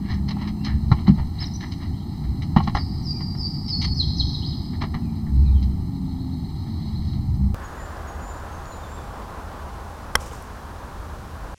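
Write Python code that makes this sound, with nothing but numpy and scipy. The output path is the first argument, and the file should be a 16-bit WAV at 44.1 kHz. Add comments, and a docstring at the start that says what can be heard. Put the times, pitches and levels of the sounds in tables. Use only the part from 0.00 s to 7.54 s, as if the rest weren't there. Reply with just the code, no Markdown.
"""A wet rope swishes and slaps on deck, hauled hand over hand into a small fibreglass boat on a calm lake.
Its strands click by stick-slip friction. A hollow float knocks, and blows and shifting weight excite the
hull's modes. Behind lie a low rumble, far gliding drones and a high hiss of distant birds' echoes.
A songbird's falling whistles reverberate on the wooded shore; others chirp, slur and trill farther off."""
import sys
import numpy as np
from scipy import signal
from scipy.fft import rfft, irfft, next_fast_len
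from scipy.io import wavfile
from scipy.ndimage import uniform_filter1d

SR = 44100
rng = np.random.default_rng(int(sys.argv[2]) if len(sys.argv) > 2 else 0)


def transcribe(signal):
    """Save signal, clipped to [-1, 1], as a 16-bit WAV file at the path in sys.argv[1]."""
    frames = np.atleast_2d(signal).T
    limited = np.clip(frames, -1, 1)
    pcm = np.round(limited * 32767).astype(np.int16)
    wavfile.write(sys.argv[1], SR, pcm)


N = 332734
TIME = np.arange(N) / SR


def from_db(db):
    """Amplitude ratio of a level; the levels within each table are relative."""
    return 10 ** (np.asarray(db) / 20)


def envelope(rows):
    """Gain interpolated between rows of t/s, level/dB."""
    return from_db(np.interp(TIME, *np.transpose(rows)))


def add(out, s, sound):
    """Superposition: mix a sound in from time s on."""
    at = round(s * SR)
    part = sound[max(-at, 0):max(N - at, 0)]
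    out[max(at, 0):max(at, 0) + len(part)] += part


def coloured(x, colour, tilt_db=0):
    """Spectral shaping, tilted by tilt_db per octave about 1 kHz; rms 1."""
    octave = np.log2(np.fft.rfftfreq(len(x), 1 / SR) + 1)
    hz, db = np.transpose(colour)
    gain = from_db(np.interp(octave, np.log2(hz), db) + tilt_db * (octave - 10))
    shaped = irfft(rfft(x) * gain, len(x))
    return shaped / np.sqrt(np.mean(shaped ** 2) + 1e-20)


def noise(colour):
    """Stationary noise of a given spectrum; rms 1."""
    return coloured(rng.standard_normal(next_fast_len(N)), colour)[:N]


def drift(rate, size=N):
    """Random modulation of spread about 1, with rate new values a second."""
    return np.interp(TIME[:size] * rate, np.arange(8192), rng.standard_normal(8192))


def swell(t, rise, t60):
    """Exponential growth, 20 dB per rise time, to 1 at t = 0; then exponential decay."""
    return from_db(np.where(t < 0, 20 * t / rise, -60 * t / t60))


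def ring(modes, scatter_db, contact_s, length=1):
    """Free vibration: damped modes of scattered strength build up over the contact."""
    t = TIME[:SR // 2]
    tones = sum(from_db(db + scatter_db * rng.standard_normal() - 60 * t / (t60 * length))
                * np.sin(2 * np.pi * hz * t) for hz, db, t60 in modes)
    return tones * (1 - np.exp(-(t / contact_s) ** 2))


def arch(s, db, length, start, middle, end, edge_db, growth_db=0):
    """Parabolic contour through three pitches, as rows of t/s, f/Hz, level/dB."""
    u = np.linspace(-1, 1, 17)
    hz = middle + u * (end - start) / 2 + u ** 2 * ((start + end) / 2 - middle)
    return np.column_stack([s + length * (u + 1) / 2, hz, db + edge_db * u ** 2 + growth_db * u / 2])


def glide(rows, waver, waver_rate, fade_s):
    """Frequency modulation: a wavering sine follows rows of t/s, f/Hz, level/dB."""
    s, hz, db = np.transpose(rows)
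    t = np.arange(s[0], max(s[-1], s[0] + .01), 1 / SR)
    pitch = uniform_filter1d(np.interp(t, s, hz), size=200) * (1 + waver * drift(waver_rate, len(t)))
    fade = np.clip(np.minimum(t - t[0], t[-1] - t) / fade_s, 0, 1)
    return np.sqrt(2) * fade * from_db(np.interp(t, s, db)) * np.sin(2 * np.pi * np.cumsum(pitch) / SR)


def whistles(notes):
    """Nearly pure tones with a quick, slight frequency jitter."""
    out = np.zeros(N)
    for note in notes:
        add(out, note[0][0], glide(note, waver=.013, waver_rate=400, fade_s=.003))
    return out


def reflections(x, t60, onset_s):
    """Diffuse reverberation: convolution with a decaying noise of unit energy."""
    t = TIME[:2 * SR]
    tail = rng.standard_normal(len(t)) * from_db(-60 * t / t60) * (1 - np.exp(-t / onset_s))
    return signal.fftconvolve(x, tail / np.linalg.norm(tail))[:N]


def echoes(x, t60, wet_db, onset_s):
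    """Direct sound plus its reverberant field."""
    return x + from_db(wet_db) * reflections(x, t60, onset_s)


def through_leaves(x):
    """Multiple scattering in foliage smears a whistle."""
    return echoes(x, t60=.08, wet_db=0, onset_s=.001)


# Spectra of the rumble, the open air and the high hiss of distant birds' echoes: f/Hz, level/dB
RUMBLE_SPECTRUM = [(20, -18), (80, 0.5), (115, -2), (150, 2.5), (200, -1.5), (260, -4), (340, -9.5),
                   (430, -17.5), (600, -28), (1000, -55), (2000, -92)]
AIR_SPECTRUM = [(200, -8), (600, 1.5), (820, 6.5), (1050, -6.5), (1300, -4.5), (1900, -14), (3000, -20.5),
                (5000, -17), (7100, -22.5), (8200, -18), (10500, -26.5), (12300, -21), (15500, -24)]
FAR_BIRD_HISS_SPECTRUM = [(2000, -6.5), (3200, -14.5), (4100, 4.5), (4700, 2), (5200, -7.5), (6200, -16),
                          (9000, -42)]
# Envelopes of the rumble and the high hiss: t/s, level/dB
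RUMBLE_LEVELS = [(0, -28.5), (1.0, -29.5), (1.35, -31.5), (2.6, -28), (3.3, -29.5), (4.1, -28),
                 (5.5, -29.5), (7.54, -30.5)]
FAR_BIRD_HISS_LEVELS = [(0, -68), (.6, -59.5), (1.8, -58.5), (5.6, -63.5), (6.3, -63), (6.75, -55.5),
                        (7.1, -58.5), (7.3, -64.5), (7.54, -68)]

def lakeside():
    """Ambient noise: rumble, open air and the hiss of far birds' echoes are amplitude-modulated bands."""
    rumble = from_db(2) * envelope(RUMBLE_LEVELS) * noise(RUMBLE_SPECTRUM)
    air = from_db(-46.5 + .5 * drift(1.5)) * noise(AIR_SPECTRUM)
    hiss_gain = envelope(FAR_BIRD_HISS_LEVELS) * from_db(8.5 + 1.6 * drift(25))
    far_bird_hiss = hiss_gain * noise(FAR_BIRD_HISS_SPECTRUM)
    return rumble + air + far_bird_hiss


# Far drones: t/s, level/dB, duration/s, start f/Hz, middle f/Hz, end f/Hz
DRONE_GLIDES = [(-.1, -26.5, 1.15, 197, 207.2, 225), (4.7, -29.5, 1.7, 243, 204.5, 170),
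                (5.86, -28.5, 0.595, 276.3, 261.5, 257), (6.65, -29.5, 0.774, 227.3, 212.4, 206.6),
                (7.36, -22, 0.17, 194.3, 197.3, 199)]

def far_drones():
    """Slow modulation: low tones swell and fade as their frequency glides."""
    out = np.zeros(N)
    for row in DRONE_GLIDES:
        add(out, row[0], glide(arch(*row, edge_db=-6), waver=.0047, waver_rate=15.6, fade_s=.015))
    return out * from_db(-1.5 + 1.26 * drift(10))


# Stray slurs of far birds: t/s, level/dB, duration/s, start f/Hz, end f/Hz
SLUR_NOTES = [(0.334, -49, 0.13, 2640, 2500), (0.563, -56, 0.14, 2640, 2900), (1.927, -56, .06, 2900, 3790),
              (1.998, -51, 0.044, 3000, 4300), (3.123, -50, 0.082, 2500, 2310),
              (5.018, -48.5, 0.074, 2650, 2360), (5.43, -47.5, 0.07, 2590, 2350),
              (5.458, -47, 0.037, 4360, 3520), (5.523, -56, 0.086, 3400, 2950)]

def far_slurs():
    """Linear sweeps arrive mostly as scattered and reflected sound."""
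    notes = [[(s, start, db), (s + span, end, db)] for s, db, span, start, end in SLUR_NOTES]
    return from_db(-5) * echoes(through_leaves(whistles(notes)), t60=.82, wet_db=-2, onset_s=.003)


def far_trill(start_s=5.915, period_s=.126, slur_s=.048, low_hz=3150, high_hz=4550):
    """Periodic frequency modulation: a bird slurs up, then more softly down, in a crescendo."""
    notes = []
    for since in period_s * np.arange(10):
        db = -51.5 + 3.5 * since + 2 * rng.uniform(-.95, 1)
        top_hz = high_hz * (1 + .04 * rng.uniform(-.95, 1))
        s = start_s + since
        turn = s + slur_s
        notes.append([(s, low_hz, db - 12), (turn, top_hz, db)])
        notes.append([(turn, top_hz, db - 6), (turn + slur_s, low_hz, db - 18)])
    return echoes(whistles(notes), t60=.55, wet_db=3, onset_s=.0028)


# A second bird's chirps: t/s, level/dB, duration/s, start f/Hz, middle f/Hz, end f/Hz
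CHIRP_NOTES = [(1.385, -31.5, 0.063, 3570, 5270, 3615), (1.446, -36, .028, 5000, 5780, 4850),
               (1.535, -36.5, 0.031, 5920, 5800, 6080)]

def chirping_bird():
    """Parabolic sweeps, each growing louder, excite a reverberant tail."""
    notes = [arch(*row, edge_db=1, growth_db=7) for row in CHIRP_NOTES]
    return from_db(-2.5) * echoes(whistles(notes), t60=1.0, wet_db=-9.5, onset_s=.0032)


# Notes that slide, then hold their pitch: t/s, level/dB, start f/Hz, end f/Hz, slide/s, hold/s
SONG_NOTES = [(2.762, -25.5, 5630, 4630, 0.033, 0.036), (3.027, -23, 5870, 4726, 0.05, 0.064),
              (3.363, -19.5, 5600, 4635, 0.056, 0.07), (3.657, -18, 5540, 4424, .075, 0.037),
              (3.943, -23.5, 5990, 3200, 0.089, 0.0037), (4.159, -23.5, 6330, 3120, 0.061, 0.004),
              (4.318, -32, 5280, 3340, .042, 0.0035), (4.42, -31.5, 2800, 5210, 0.054, 0.012),
              (4.504, -41, 5480, 2720, 0.033, 0.00067)]

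def songbird(leaf_cutoff_hz=4180):
    """Scattering by leaves blurs and dulls each whistle; the wood adds long reverberation."""
    notes = []
    for s, db, start, end, slide, hold in SONG_NOTES:
        length = slide + hold
        t = np.linspace(0, length, 40)
        crest_s = length - .4 * slide
        swell_db = np.interp(t, [0, crest_s, length], [-21.5, 0, -25.5])
        notes.append(np.column_stack([s + t, np.interp(t, [0, slide], [start, end]), db + swell_db]))
    song = whistles(notes)
    low_pass = signal.butter(4, leaf_cutoff_hz, fs=SR, output="sos")
    dulled = from_db(6) * signal.sosfilt(low_pass, through_leaves(song))
    return dulled + from_db(3.5) * reflections(song, t60=1.34, onset_s=.0013)


# Spectrum of the hull's murmur: f/Hz, level/dB
MURMUR_SPECTRUM = [(20, -13), (40, -15), (54, -18), (64, 1.5), (76, -3.5), (88, 3), (105, -9), (140, -7),
                   (300, -89)]
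# Shifts of weight on deck: peak t/s, level/dB
WEIGHT_SHIFTS = [(.12, -25.5), (.72, -23), (.87, -23), (1.2, -25.5), (1.9, -30), (2.3, -26.5),
                 (2.62, -22.5), (3.0, -31.5), (3.4, -33), (3.87, -23.5), (4.05, -27.5), (4.22, -24.5),
                 (4.76, -31.5), (5.401, -12), (5.54, -24), (6.15, -32.5), (6.6, -32.5), (6.98, -23.5),
                 (7.15, -21.5), (7.3, -24.5), (7.44, -21)]

def hull_boom(mode_hz=65.7, wander=.02204):
    """Forced vibration: the harder the rocking hull is driven, the more its lowest mode stands out."""
    murmur = noise(MURMUR_SPECTRUM)
    murmur /= np.sqrt(uniform_filter1d(murmur ** 2, size=7000))
    mode = np.sqrt(2) * np.sin(2 * np.pi * np.cumsum(mode_hz * (1 + wander * drift(12))) / SR)
    shift_power = sum((from_db(db) * swell(TIME - s, rise=.12, t60=1.43)) ** 2
                      for s, db in WEIGHT_SHIFTS)
    drive = np.sqrt(from_db(-37.5) ** 2 + shift_power)  # a faint murmur persists between shifts
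    mode_share = np.minimum(drive / from_db(-13), .85)
    return from_db(2) * drive * (np.sqrt(mode_share) * mode + np.sqrt(1 - mode_share) * murmur)


# Normal modes of the hull: f/Hz, level/dB, T60/s
HULL_RESONANCES = [(65, 1, 0.11), (153.1, 8, 0.19), (194.9, 9.5, 0.19), (216, 7.5, 0.16), (337, -4, 0.27)]
# Dull blows on the hull: t/s, level/dB, push f/Hz, ring re push/dB
HULL_BLOWS = [(0.9216, 1.5, 114, -25.5), (1.083, -2.5, 225, -12.5), (1.099, 1.9, 182, -20.5),
              (1.112, -7, 168, -13.5), (2.567, 2.5, 187, -21.5), (2.681, -12, 166, -20)]

def hull_thumps(push_cycles=.58):
    """Transient response: a soft blow flexes a panel in and out, then the hull rings freely."""
    out, t = np.zeros(N), TIME[:2048] - TIME[1024]
    for s, db, hz, ring_db in HULL_BLOWS:
        push = np.cos(2 * np.pi * hz * t) * np.exp(-(t * hz / push_cycles) ** 2)
        body = ring(HULL_RESONANCES, scatter_db=1, contact_s=.004)
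        add(out, s + t[0], from_db(db) * push)
        add(out, s - .25 / hz, from_db(db + ring_db) * body)  # starts a quarter cycle before the peak
    return out


# Normal modes of the float: f/Hz, level/dB, T60/s
FLOAT_RESONANCES = [(612, -9.5, 0.052), (811, 0, 0.034), (878, 0, 0.013), (1075, -8, 0.071),
                    (1212, -20.5, 0.047), (1283, -8.5, .03), (1880, -27, 0.059), (1910, -32, 0.08),
                    (2380, -54, 0.024), (2980, -35, 0.13)]
# Hard contacts of the float: t/s, level/dB, decay time as a fraction of the free ring
FLOAT_IMPACTS = [(0.366, -30.5, 0.9), (.9157, -5.5, 0.26), (.9215, -9, 0.28), (0.926, -11.5, 0.22),
                 (1.078, -12.5, 0.21), (2.563, -5, 0.77), (2.571, -13, 0.57), (2.602, -12.5, 0.57),
                 (2.674, -18, 0.66), (2.75, -4.5, 0.38), (2.768, -17, 0.45), (4.299, -45, .7)]

def float_clacks():
    """Impact excitation: the hollow float hits the deck with a dull crack; contact damps its ring."""
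    out, t = np.zeros(N), TIME[:SR // 2]
    crack_gain = from_db(-9 - 60 * t / .03) * (1 - np.exp(-(t / .0008) ** 2))
    for s, db, length in FLOAT_IMPACTS:
        crack = crack_gain * coloured(rng.standard_normal(len(t)), CONTACT_SPECTRUM, tilt_db=-2)
        body = ring(FLOAT_RESONANCES, scatter_db=1.5, contact_s=.0008, length=length)
        add(out, s, from_db(db + 3) * (body + crack))
    return echoes(out, t60=.078, wet_db=-6.5, onset_s=.0015)


# Spectrum of wet rope on fibreglass, shared by the float's crack: f/Hz, level/dB
CONTACT_SPECTRUM = [(200, 6), (500, 7.5), (1000, 3), (2000, -0.5), (3100, -8.5), (4200, -1.5),
                    (5200, -12.5), (6200, -22.5), (7200, -40), (9000, -43), (15000, -77)]
# Coils slap on the deck: t/s, level/dB, tilt/(dB per octave)
COIL_SLAPS = [(.144, -51, 16), (0.288, -38.5, 4.5), (.310, -38, 3), (.477, -38, 4), (.648, -34, 7.5),
              (.669, -35.5, 1.5), (0.922, -33, -3), (1.072, -32, -1), (1.085, -35.5, 0), (1.722, -42, 8),
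              (2.243, -36, -4), (2.423, -41, 5.5), (2.570, -24.5, -1.5), (2.636, -44, 11),
              (2.676, -31.5, 0), (2.751, -40.5, 13), (2.768, -24.5, -1), (3.209, -27, -4),
              (3.350, -35.5, -3.5), (3.686, -43.5, 12), (3.819, -32, 8.5), (3.845, -32, 7),
              (4.818, -29.5, 0.5), (4.838, -26.5, -3), (4.944, -29.5, -2), (5.630, -48.5, 9.5),
              (6.49, -58.5, 4), (7.135, -51, 5), (7.346, -56, 18)]
# Slides over the gunwale and through the hands: peak t/s, level/dB, rise/s, tilt/(dB per octave), zip/dB
ROPE_SLIDES = [(0.119, -39.5, 0.097, 2.5, 8.5), (.425, -40, .07, 0, 3), (.705, -40, 0.068, 0, 12),
               (.99, -41, 0.071, -1.5, -7), (1.192, -25.5, 0.033, -4, 1), (1.429, -41.5, 0.065, 4.5, 4),
               (1.611, -39.5, .008, 7, 13.5), (1.637, -41, 0.021, 0, 6), (1.83, -44, 0.045, 1.5, 6),
               (4.734, -43, 0.0033, -1.5, 4), (5.267, -44, 0.0027, -3.5, 16), (6.67, -47, 0.0027, -2.5, 5)]

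def rope(slips_per_s=3000, zip_hz=1700, zip_octaves=.27):
    """Stick-slip friction: strands click in swarms that swell and die; the sliding braid adds a zip."""
    out, t = np.zeros(N), TIME[:16384] - TIME[6000]
    hz = np.geomspace(100, 16000, 60)
    contact_hz, contact_db = np.transpose(CONTACT_SPECTRUM)
    base_db = np.interp(np.log(hz), np.log(contact_hz), contact_db)
    zip_band = np.exp(-(np.log2(hz / zip_hz) / zip_octaves) ** 2)
    # A bright, wet slap has less zip; a slide that starts slowly also ends slowly.
    slaps = [(s, db, .0087, .11, tilt, 2.5 - .7 * tilt) for s, db, tilt in COIL_SLAPS]
    slides = [(s, db, rise, .16 + .7 * rise, tilt, zip_db) for s, db, rise, tilt, zip_db in ROPE_SLIDES]
    for s, db, rise, t60, tilt, zip_db in slaps + slides:
        slips = rng.random(len(t)) < slips_per_s / SR
        sizes = from_db(4.5 * np.minimum(rng.exponential(1, len(t)), 3))
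        signs = rng.choice([-1, 1], len(t))
        spectrum = np.column_stack([hz, base_db + zip_db * zip_band])
        friction = coloured(slips * sizes * signs, spectrum, tilt)
        add(out, s + t[0], from_db(db) * swell(t, rise, t60) * friction)
    return from_db(7.5) * out


def scene():
    """Superposition of boat, birds and lake in one channel."""
    boat = rope() + float_clacks() + hull_thumps() + hull_boom()
    birds = songbird() + chirping_bird() + far_trill() + far_slurs()
    return (boat + birds + far_drones() + lakeside())[None]


def record(dry, ceiling=1.08, lag_s=.000979, cutoff_hz=15600):
    """Peaks saturate, interference with a delayed copy hollows the sound, and a low-pass cuts the top."""
    size = next_fast_len(N + 1000)
    hz = np.fft.rfftfreq(size, 1 / SR)
    clipped = dry / (1 + (dry / ceiling) ** 10) ** .1
    comb = (1 + .96 * np.exp(-2j * np.pi * hz * lag_s)) / 2
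    hollow = irfft(rfft(clipped, size) * comb, size)[:, :N]
    low_pass = signal.ellip(12, .1, 80, cutoff_hz, fs=SR, output="sos")
    return signal.sosfilt(low_pass, hollow)


dry = scene()
out = record(dry)
transcribe(out)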